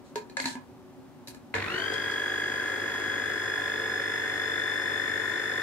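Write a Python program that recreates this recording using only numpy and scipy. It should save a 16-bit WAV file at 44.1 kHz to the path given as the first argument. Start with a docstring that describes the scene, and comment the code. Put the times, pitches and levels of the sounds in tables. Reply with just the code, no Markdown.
"""Food processor on a kitchen table

Heard by two microphones just above: the lid rubs and knocks as it is twisted to its latch, then the motor starts.
Fed one half of each mains cycle, it throbs fifty times a second: rotor tones whine, shaped noise rattles and hisses.
It spins up quickly, then gains speed slowly as the batter thins; mains harmonics make the stator's hum.
A small room answers with sparse reflections over still air and a low hum; struck plastic is decaying sines and noise."""
import sys
import numpy as np
from scipy import signal
from scipy.fft import rfft, irfft
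from scipy.io import wavfile

SR = 44100
rng = np.random.default_rng(int(sys.argv[2]) if len(sys.argv) > 2 else 0)


def materialize(psi):
    """Save the field psi as 16-bit PCM at rate SR to the path in sys.argv[1].

    A 1-D psi becomes a single channel; in a 2-D psi each row is a channel.
    """
    bounded = np.clip(np.atleast_2d(psi).T, -1, 1)
    quanta = np.round(bounded * 32767).astype(np.int16)
    wavfile.write(sys.argv[1], SR, quanta)


N = 247842
TIME = np.arange(N) / SR  # s
BINS = np.fft.rfftfreq(N, 1 / SR)  # Hz

# Still air of the quiet kitchen. Each row: frequency in Hz, relative density in dB per Hz.
AIR_SPECTRUM = [(15, -44), (25, -19), (69, -15.5), (122, -6.5), (215, -9), (233, 0), (281, -1.5),
                (331, -22), (368, 2.5), (410, -19.5), (567, -13), (684, -20), (741, -15), (2300, -31),
                (15500, -44.5)]
# Faint hum of the kitchen. Each row: frequency in Hz, peak level in dB.
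ROOM_HUM_TONES = [(279.9, -60), (371.4, -68.5), (559.9, -69.5), (737.5, -81.5)]
# Decay of the kitchen. Each row: frequency in Hz, time to fall 60 dB in s.
ROOM_DECAY = [(150, 0.19), (1000, 0.25), (4000, 0.2), (14000, 0.16)]
# Likeness of the noise at the two microphones. Each row: frequency in Hz, likeness 0-1.
MICROPHONE_LIKENESS = [(105, .99), (160, .1), (300, .55), (500, .85), (800, .8), (2000, .4), (5000, .15),
                       (12000, .05)]
# The lid rubbing round its rim. Each row: start in s, length in s, level in dB before the grip shapes it,
# lid mode rubbed hardest in Hz.
LID_RUBS = [(0.039, 0.099, -60.5, 970), (0.383, 0.16, -47, 4480), (0.447, 0.12, -38, 1720)]
# Ring of the plastic lid. Each row: mode in Hz, level in dB before a touch favours it, time to fall 60 dB in s.
LID_MODES = [(610, -13, 0.089), (944, -6.5, 0.14), (1000, -5.5, 0.064), (1628, -5.5, 0.069),
             (1716, 2.5, 0.049), (2100, 4, 0.015), (2446, -5.5, 0.044), (2900, -19, 0.024),
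             (3660, -27, 0.038), (3970, -3, 0.032), (4240, 1, 0.027), (4530, -2, 0.038), (4840, -8, .04),
             (5220, -10.5, 0.059), (6780, -7, .05), (7500, -27, 0.055)]
# Knocks of lid, latch, switch and lumps. Each row: start in s, hollow pitch in Hz, relative levels in dB of the
# hollow note, mid ring, crack and edge, lid mode struck hardest in Hz.
KNOCK_EVENTS = [(.157, 424, -34, -36, -40, -52.5, 940), (.297, 372, -51.5, -56, -55, -71, 4180),
                (0.369, 533, -43, -29.5, -37, -62, 1630), (.400, 261, -42.5, -34.5, -35, -62, 2100),
                (.418, 280, -53, -60, -46, -51, 4480), (0.4419, 252, -42, -38.5, -45, -56, 2130),
                (.456, 254, -34.5, -33, -31, -52, 4180), (.553, 250, -39, -43.5, -62, -72, 990),
                (1.273, 225, -54, -57, -46, -54, 3750), (1.282, 275, -51, -53, -46, -50, 6000),
                (1.346, 287, -53, -56, -56, -62, 1900), (1.54, 440, -46, -30, -48, -59, 2120),
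                (1.551, 455, -36, -33, -42, -71, 1720), (1.785, 660, -45.5, -44, -48, -64, 1630),
                (1.936, 443, -52, -54, -43.5, -68, 5220), (2.112, 440, -62, -46, -45, -62, 5220)]
# Tones of the rotor. Each row: multiple of the shaft speed (rounded in use), relative level in dB,
# share that throbs 0-1, place of the throb in mains cycles, roughness 0-1, left over right in dB.
ROTOR_TONES = [(6, -17, 0.69, 0.44, 0.35, 6), (20, -13.5, 0.37, 0.39, 0.64, 2),
               (24, -3, 0.98, 0.16, 0.04, 3), (29, -21.5, 0.6, 0.39, 0.6, -9),
               (30, -26.5, 0.6, .2, 0.54, 19.5), (48, -10, 0.9, 0.18, 0.26, 5.5),
               (72.2, -18, 0.64, 0.036, 0.43, 0), (96, -19.5, 0.1, 0.85, 0.2, -0.5),
               (120.6, -26, 0, 0.09, .8, -1.5), (145.4, -36.5, 0.1, .1, 0.85, -5),
               (192, -31, .2, .1, 0.95, 3)]
# Resonances of housing and bowl, which swell the whine as it climbs through them.
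# Each row: frequency in Hz, width in Hz, level in dB over the plain wall.
HOUSING_MODES = [(370, 56, 5), (451.5, 11, 4), (536, 59, 5.5), (735, 31, 2), (1022.3, 14, 8.5),
                 (1568.5, 17, 6), (1698.6, 27.5, 3.5), (1848, 99, 5), (2060, 39, -3), (2490, 134, -6),
                 (3294, 12, -6), (3344, 12, -2), (3380, 14, -3), (3505, 12, 3.5), (5141, 60, 0),
                 (5320, 20, -1)]
# Hum of the stator once settled. Each row: multiple of the mains, rms level in dB.
STATOR_HUM = [(1, -90), (2, -54), (3, -62.5), (4, -62.5), (5, -65.5), (6, -52.5), (7, -57), (8, -58.5),
              (9, -50.5), (11, -57), (12, -55.5), (13, -70.5), (15, -59.5)]
# The drive grinding as it takes up the load. Each row: frequency in Hz, relative density in dB per Hz.
GRIND_SPECTRUM = [(45, -25), (85, 2), (140, 2), (250, 5), (450, -6), (900, -8), (1300, 0), (2000, 7.5),
                  (2500, -1), (3100, -7), (3700, -2.5), (4300, -7.5), (5200, -18), (16000, -57)]
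# Gears and blade in the batter, before the housing. Each row: frequency in Hz, relative density in dB per Hz.
CHURN_SPECTRUM = [(25, -34), (68, -31), (95, -23), (170, -24), (270, -7), (400, 0.5), (560, -6), (660, -5),
                  (1000, 0), (1400, -10.5), (2200, -11), (4000, -17.5), (16000, -49)]
# Brushes and cooling air, before the housing. Each row: frequency in Hz, relative density in dB per Hz.
BRUSH_SPECTRUM = [(200, 6.5), (900, 5), (1500, 23.5), (2000, 18), (2800, 7.5), (4400, 3), (5800, -1.5),
                  (6700, 5), (7600, -1), (9800, -2), (11000, -8.5), (12500, -7.5), (13400, -7), (15700, -8)]

MAINS_HZ = 50.04
SLOTS = 24  # rotor slots per turn
SWITCH_ON = 1.541  # s
# Slots pass at THICK_HZ in thick batter, reached with this time constant (s)
THICK_HZ, SPIN_UP_S = 1650, 0.097
# From THINS_AT (s) the batter thins; half the gain towards FREED_HZ is made after THINS_HALF_S
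THINS_AT, THINS_HALF_S, FREED_HZ = 2.3, 1.55, 110


def gain_of(db):
    """Decibels to amplitude."""
    return 10 ** (np.asarray(db) / 20)


def evened(x):
    """Scales to rms 1."""
    return x / np.sqrt(np.mean(x ** 2) + 1e-20)


def read(points, hz):
    """Reads a curve whose points are joined on a log-frequency axis."""
    f, value = np.transpose(points)
    return np.interp(np.log(hz + 1), np.log(f + 1), value)


def panned(x, left_db):
    """Leans a sound to the left microphone."""
    return x * gain_of([[left_db / 2], [-left_db / 2]])


def wander(hz):
    """Smooth chance of rms 1, mostly below the given rate."""
    return evened(irfft(rfft(rng.standard_normal(N)) / (1 + (BINS / hz) ** 4), N))


def noise(spectrum):
    """Coloured noise at two microphones, most alike in the lowest bass."""
    left, other = rfft(rng.standard_normal((2, N)))
    same = read(MICROPHONE_LIKENESS, BINS)
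    right = same * left + np.sqrt(1 - same ** 2) * other
    return evened(irfft(np.array([left, right]) * gain_of(read(spectrum, BINS)), N))


def band_passed(x, band):
    """Keeps one band (low Hz, high Hz)."""
    return signal.sosfilt(signal.butter(3, band, "bandpass", fs=SR, output="sos"), x)


def kitchen(x, wet_db):
    """Adds sparse reflections, different at each microphone, the top treble dying first."""
    taps = rng.standard_normal((2, SR // 2)) * (rng.random((2, SR // 2)) < 0.1)
    taps[:, :SR // 400] = 0  # no reflection in the first 2.5 ms
    hz, t, z = signal.stft(taps, SR, nperseg=256)
    decay = gain_of(-60 * t / read(ROOM_DECAY, hz)[:, None])
    tail = signal.istft(z * decay, SR, nperseg=256)[1]
    tail /= np.linalg.norm(tail, axis=1, keepdims=True)
    return x + gain_of(wet_db) * signal.fftconvolve(x, tail, axes=1)[:, :N]


def background(air_db=-49.5):
    """Still air as shaped noise, and a faint hum whose phase wavers."""
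    tones = 0
    for hz, db in ROOM_HUM_TONES:
        tones = tones + gain_of(db) * np.cos(2 * np.pi * hz * TIME + 1.1 * wander(hz=4.5))
    return gain_of(air_db) * noise(AIR_SPECTRUM) + tones


def nearness(hz, touched_hz, spread=0.052):
    """How strongly a touch favours a mode of the lid, 0-1; spread is in log frequency."""
    return np.exp(-(np.log(hz / touched_hz) / spread) ** 2)


def twist(slips_per_s=1800, favour_db=7, grip_rise=0.015):
    """Tiny slips of plastic on plastic keep the lid ringing; each rub grips quickly and eases off."""
    out, t = np.zeros((2, N)), np.arange(SR // 8) / SR
    for start, length, rub_db, rubbed_hz in LID_RUBS:
        slips = rng.standard_normal((2, N)) * (rng.random(N) < slips_per_s / SR)
        ring = 0
        for hz, db, t60 in LID_MODES:
            level_db = db + favour_db * nearness(hz, rubbed_hz)
            ring = ring + gain_of(level_db - 60 * t / t60) * np.sin(2 * np.pi * hz * t)
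        ringing = signal.oaconvolve(slips, ring[None])[:, :N]
        rasp = band_passed(slips, [1500, 8500])
        rub = evened(ringing) + evened(rasp)
        easing = np.clip(1 - (TIME - start) / length, 0, 1)
        grip = np.clip((TIME - start) / grip_rise, 0, 1) * easing
        out += gain_of(rub_db) * evened(rub) * grip
    return out


def lid_blow(t, struck_hz, crack_t60=0.065, crack_db=-1, snap_t60=0.018, snap_db=7, favour_db=9):
    """A blow sets off a noisy crack, a shorter snap of contact and the decaying modes of the lid."""
    crack = gain_of(crack_db - 60 * t / crack_t60) * rng.standard_normal((2, len(t)))
    snap = gain_of(snap_db - 60 * t / snap_t60) * rng.standard_normal((2, len(t)))
    ring = crack + snap
    for hz, db, t60 in LID_MODES:
        level_db = db + favour_db * nearness(hz, struck_hz)
        phase = rng.normal(0, 1.0, (2, 1))  # differs at each microphone
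        ring += gain_of(level_db - 60 * t / t60) * np.sin(2 * np.pi * hz * t + phase)
    return ring


def knocks(hollow_t60=0.1, hollow_rise=0.003, contact=0.00082, knock_db=-0.5):
    """Each blow gives a hollow note of the bowl, a short crack and the ring of the lid, by where it lands."""
    out, t = np.zeros((2, N)), np.arange(SR // 4) / SR
    bands = [(500, 2900), (2900, 8500), (8500, 13000)]  # mid ring, crack and edge, Hz
    for start, hollow_hz, hollow_db, *band_dbs, struck_hz in KNOCK_EVENTS:
        ring = lid_blow(t, struck_hz)
        hollow = gain_of(-60 * t / hollow_t60) * np.sin(2 * np.pi * hollow_hz * t)
        hollow = hollow * np.minimum(t / hollow_rise, 1) * np.ones((2, 1))
        parts = [hollow] + [band_passed(ring, band) for band in bands]
        blow = 0
        for db, part in zip([hollow_db] + band_dbs, parts):
            blow = blow + gain_of(db) * part / np.std(part[:, :SR // 50])  # level over the first 20 ms
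        first = round(start * SR)
        out[:, first:first + len(t)] += blow * np.minimum(t / contact, 1)
    return gain_of(knock_db) * out


def powered(rise):
    """Zero until the switch closes, then rising to one over the given seconds."""
    return np.clip((TIME - SWITCH_ON) / rise, 0, 1)


def since_switch():
    """Seconds since the switch closed, zero before."""
    return np.maximum(TIME - SWITCH_ON, 0)


def throb(share, place, sharpness=2.55):
    """One smooth pulse of current in each mains cycle, over a steady part."""
    pulse = np.exp(sharpness * (np.cos(2 * np.pi * (TIME * MAINS_HZ - place)) - 1))
    return evened(1 - share + share * pulse)


def slot_rate():
    """Slots passing per second: a quick spin-up, then a slow gain as the batter thins."""
    spun_up = 1 - np.exp(-since_switch() / SPIN_UP_S)
    mixing = (np.maximum(TIME - THINS_AT, 0) / THINS_HALF_S) ** 2
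    return spun_up * (THICK_HZ + FREED_HZ * mixing / (1 + mixing))


def shaft_turns(surge=0.0027, jitter=0.00017):
    """Shaft angle in turns: each current pulse nudges it ahead, and it has a little play."""
    turns = np.cumsum(slot_rate()) / SR / SLOTS
    nudge = surge * np.sin(2 * np.pi * (TIME * MAINS_HZ - 0.3))
    return turns + nudge + jitter * wander(hz=131)


def housing(x):
    """The plain wall passes everything; its resonances ring on top."""
    response = 1
    for hz, width, db in HOUSING_MODES:
        response = response + gain_of(db) / (1 + 2j * (BINS - hz) / width)
    return irfft(rfft(x) * response, N)


def whine(turns, blur_hz=190, brightening=0.75, strain_db=8, strain_s=0.18, whine_db=-32.5):
    """Throbbing rotor tones, each roughened by chance; the high ones only come out at speed."""
    speed = slot_rate() / (THICK_HZ + FREED_HZ)
    # the blade breaking the batter loose: hardest strain_s after the switch
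    age = since_switch() / strain_s
    strain = age * np.exp(1 - age)
    tones = 0
    for order, db, share, place, rough, left_db in ROTOR_TONES:
        order = round(order)
        blur = (wander(blur_hz) + 1j * wander(blur_hz)) / np.sqrt(2)
        # short waves reach the two microphones out of step
        paths = rng.random((2, 1)) if order > 2 * SLOTS else rng.random()
        carrier = np.exp(2j * np.pi * (order * turns + paths))
        tone = (carrier * (np.sqrt(1 - rough ** 2) + rough * blur)).real
        tone *= speed ** (brightening * order / SLOTS)
        if order in (2 * SLOTS, 3 * SLOTS):  # second and third harmonics of the slot tone
            tone *= gain_of(strain_db * strain)
        tones = tones + panned(gain_of(db) * throb(share, place) * tone, left_db)
    sound = housing(tones * powered(rise=0.2))
    running_level = np.std(sound[:, 2 * SR:])  # from 2 s on
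    return gain_of(whine_db) * sound / running_level * powered(rise=0.02)


def panel(turns, hz=2011, width_hz=30, panel_db=-49):
    """The sharp edge of each current pulse rings one panel, most when the pulses arrive in step with it."""
    edge = throb(share=1, place=0.1, sharpness=28)
    kicks = edge * np.cos(2 * np.pi * SLOTS * turns) * gain_of(2 * wander(hz=60)) * powered(rise=0.02)
    ring = irfft(rfft(kicks) / (1 + 2j * (BINS - hz) / width_hz) ** 2, N)
    return gain_of(panel_db) * evened(ring) * powered(rise=0.01)


def hum(inrush_db=7, settle=0.037):
    """The stator hums on the mains, hardest at the start; the room sets its upper tones out of step."""
    inrush = gain_of(inrush_db * np.exp(-since_switch() / settle))
    lines = 0
    for multiple, db in STATOR_HUM:
        side = rng.choice([-1, 1]) * np.array([[1], [-1]])
        offset = 0.45 * (multiple > 2.5) * side  # radians, opposite at the two microphones
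        phase = 2 * np.pi * (round(multiple) * MAINS_HZ * TIME + rng.random())
        lines = lines + gain_of(db) * np.cos(phase + offset)
    return np.sqrt(2) * lines * inrush * powered(rise=0.0092)


def jolt(hz=96, rock_db=-34, rock_t60=0.61, grind_db=-34, grind_t60=1.9):
    """The starting torque rocks the machine on its feet and grinds the slack drive in bursts."""
    t = since_switch()
    swing = np.sin(2 * np.pi * hz * t + 0.5 * wander(hz=31))
    rock = gain_of(rock_db - 60 * t / rock_t60) * swing * powered(rise=0.02)
    bursts = throb(share=0.65, place=0.29, sharpness=1.6)
    uneven_db = 2.6 * wander(hz=300)
    grind = gain_of(grind_db - 60 * t / grind_t60 + uneven_db) * noise(GRIND_SPECTRUM) * bursts
    return rock + grind * powered(rise=0.0031)


def churn(lumps_db=-1.0, churn_db=-42.5):
    """Gears and blade rattle through the batter just after each push of the motor."""
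    pushes = throb(share=0.4, place=0.46, sharpness=1.0)
    rattle = noise(CHURN_SPECTRUM) * pushes * gain_of(lumps_db * wander(hz=45))
    return panned(evened(housing(rattle)), left_db=1.0) * gain_of(churn_db) * powered(rise=0.0097)


def brushes(sparks_db=1.0, standstill_db=-7, brushes_db=-37):
    """Brushes scrape the commutator, louder with speed, and spark unevenly."""
    pulses = throb(share=0.16, place=0.22, sharpness=2.2)
    hiss = noise(BRUSH_SPECTRUM) * pulses * gain_of(sparks_db * wander(hz=200))
    slowness = 1 - slot_rate() / THICK_HZ
    return evened(housing(hiss)) * gain_of(brushes_db + standstill_db * slowness) * powered(rise=0.01)


def scene():
    """Lid and machine in the kitchen; the reflections are added to lid, whine and panel."""
    turns = shaft_turns()
    room = panned(background(), left_db=1.0)
    lid = kitchen(twist() + knocks(), wet_db=-2.5)
    ringing_motor = kitchen(whine(turns) + panel(turns), wet_db=-6.0)
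    return room + lid + ringing_motor + hum() + jolt() + churn() + brushes()


def record(dry, right_lag=3, low_cut_hz=36, edge_hz=15750):
    """Sound reaches the right microphone right_lag samples late; then the low cut and the upper band limit."""
    pair = np.array([dry[0], np.pad(dry[1], (right_lag, 0))[:N]])
    pair = signal.sosfilt(signal.butter(2, low_cut_hz, "highpass", fs=SR, output="sos"), pair)
    band_limit = signal.firwin(1023, edge_hz, window=("kaiser", 9), fs=SR)
    return signal.oaconvolve(pair, band_limit[None], "same")


dry = scene()
out = record(dry)
materialize(out)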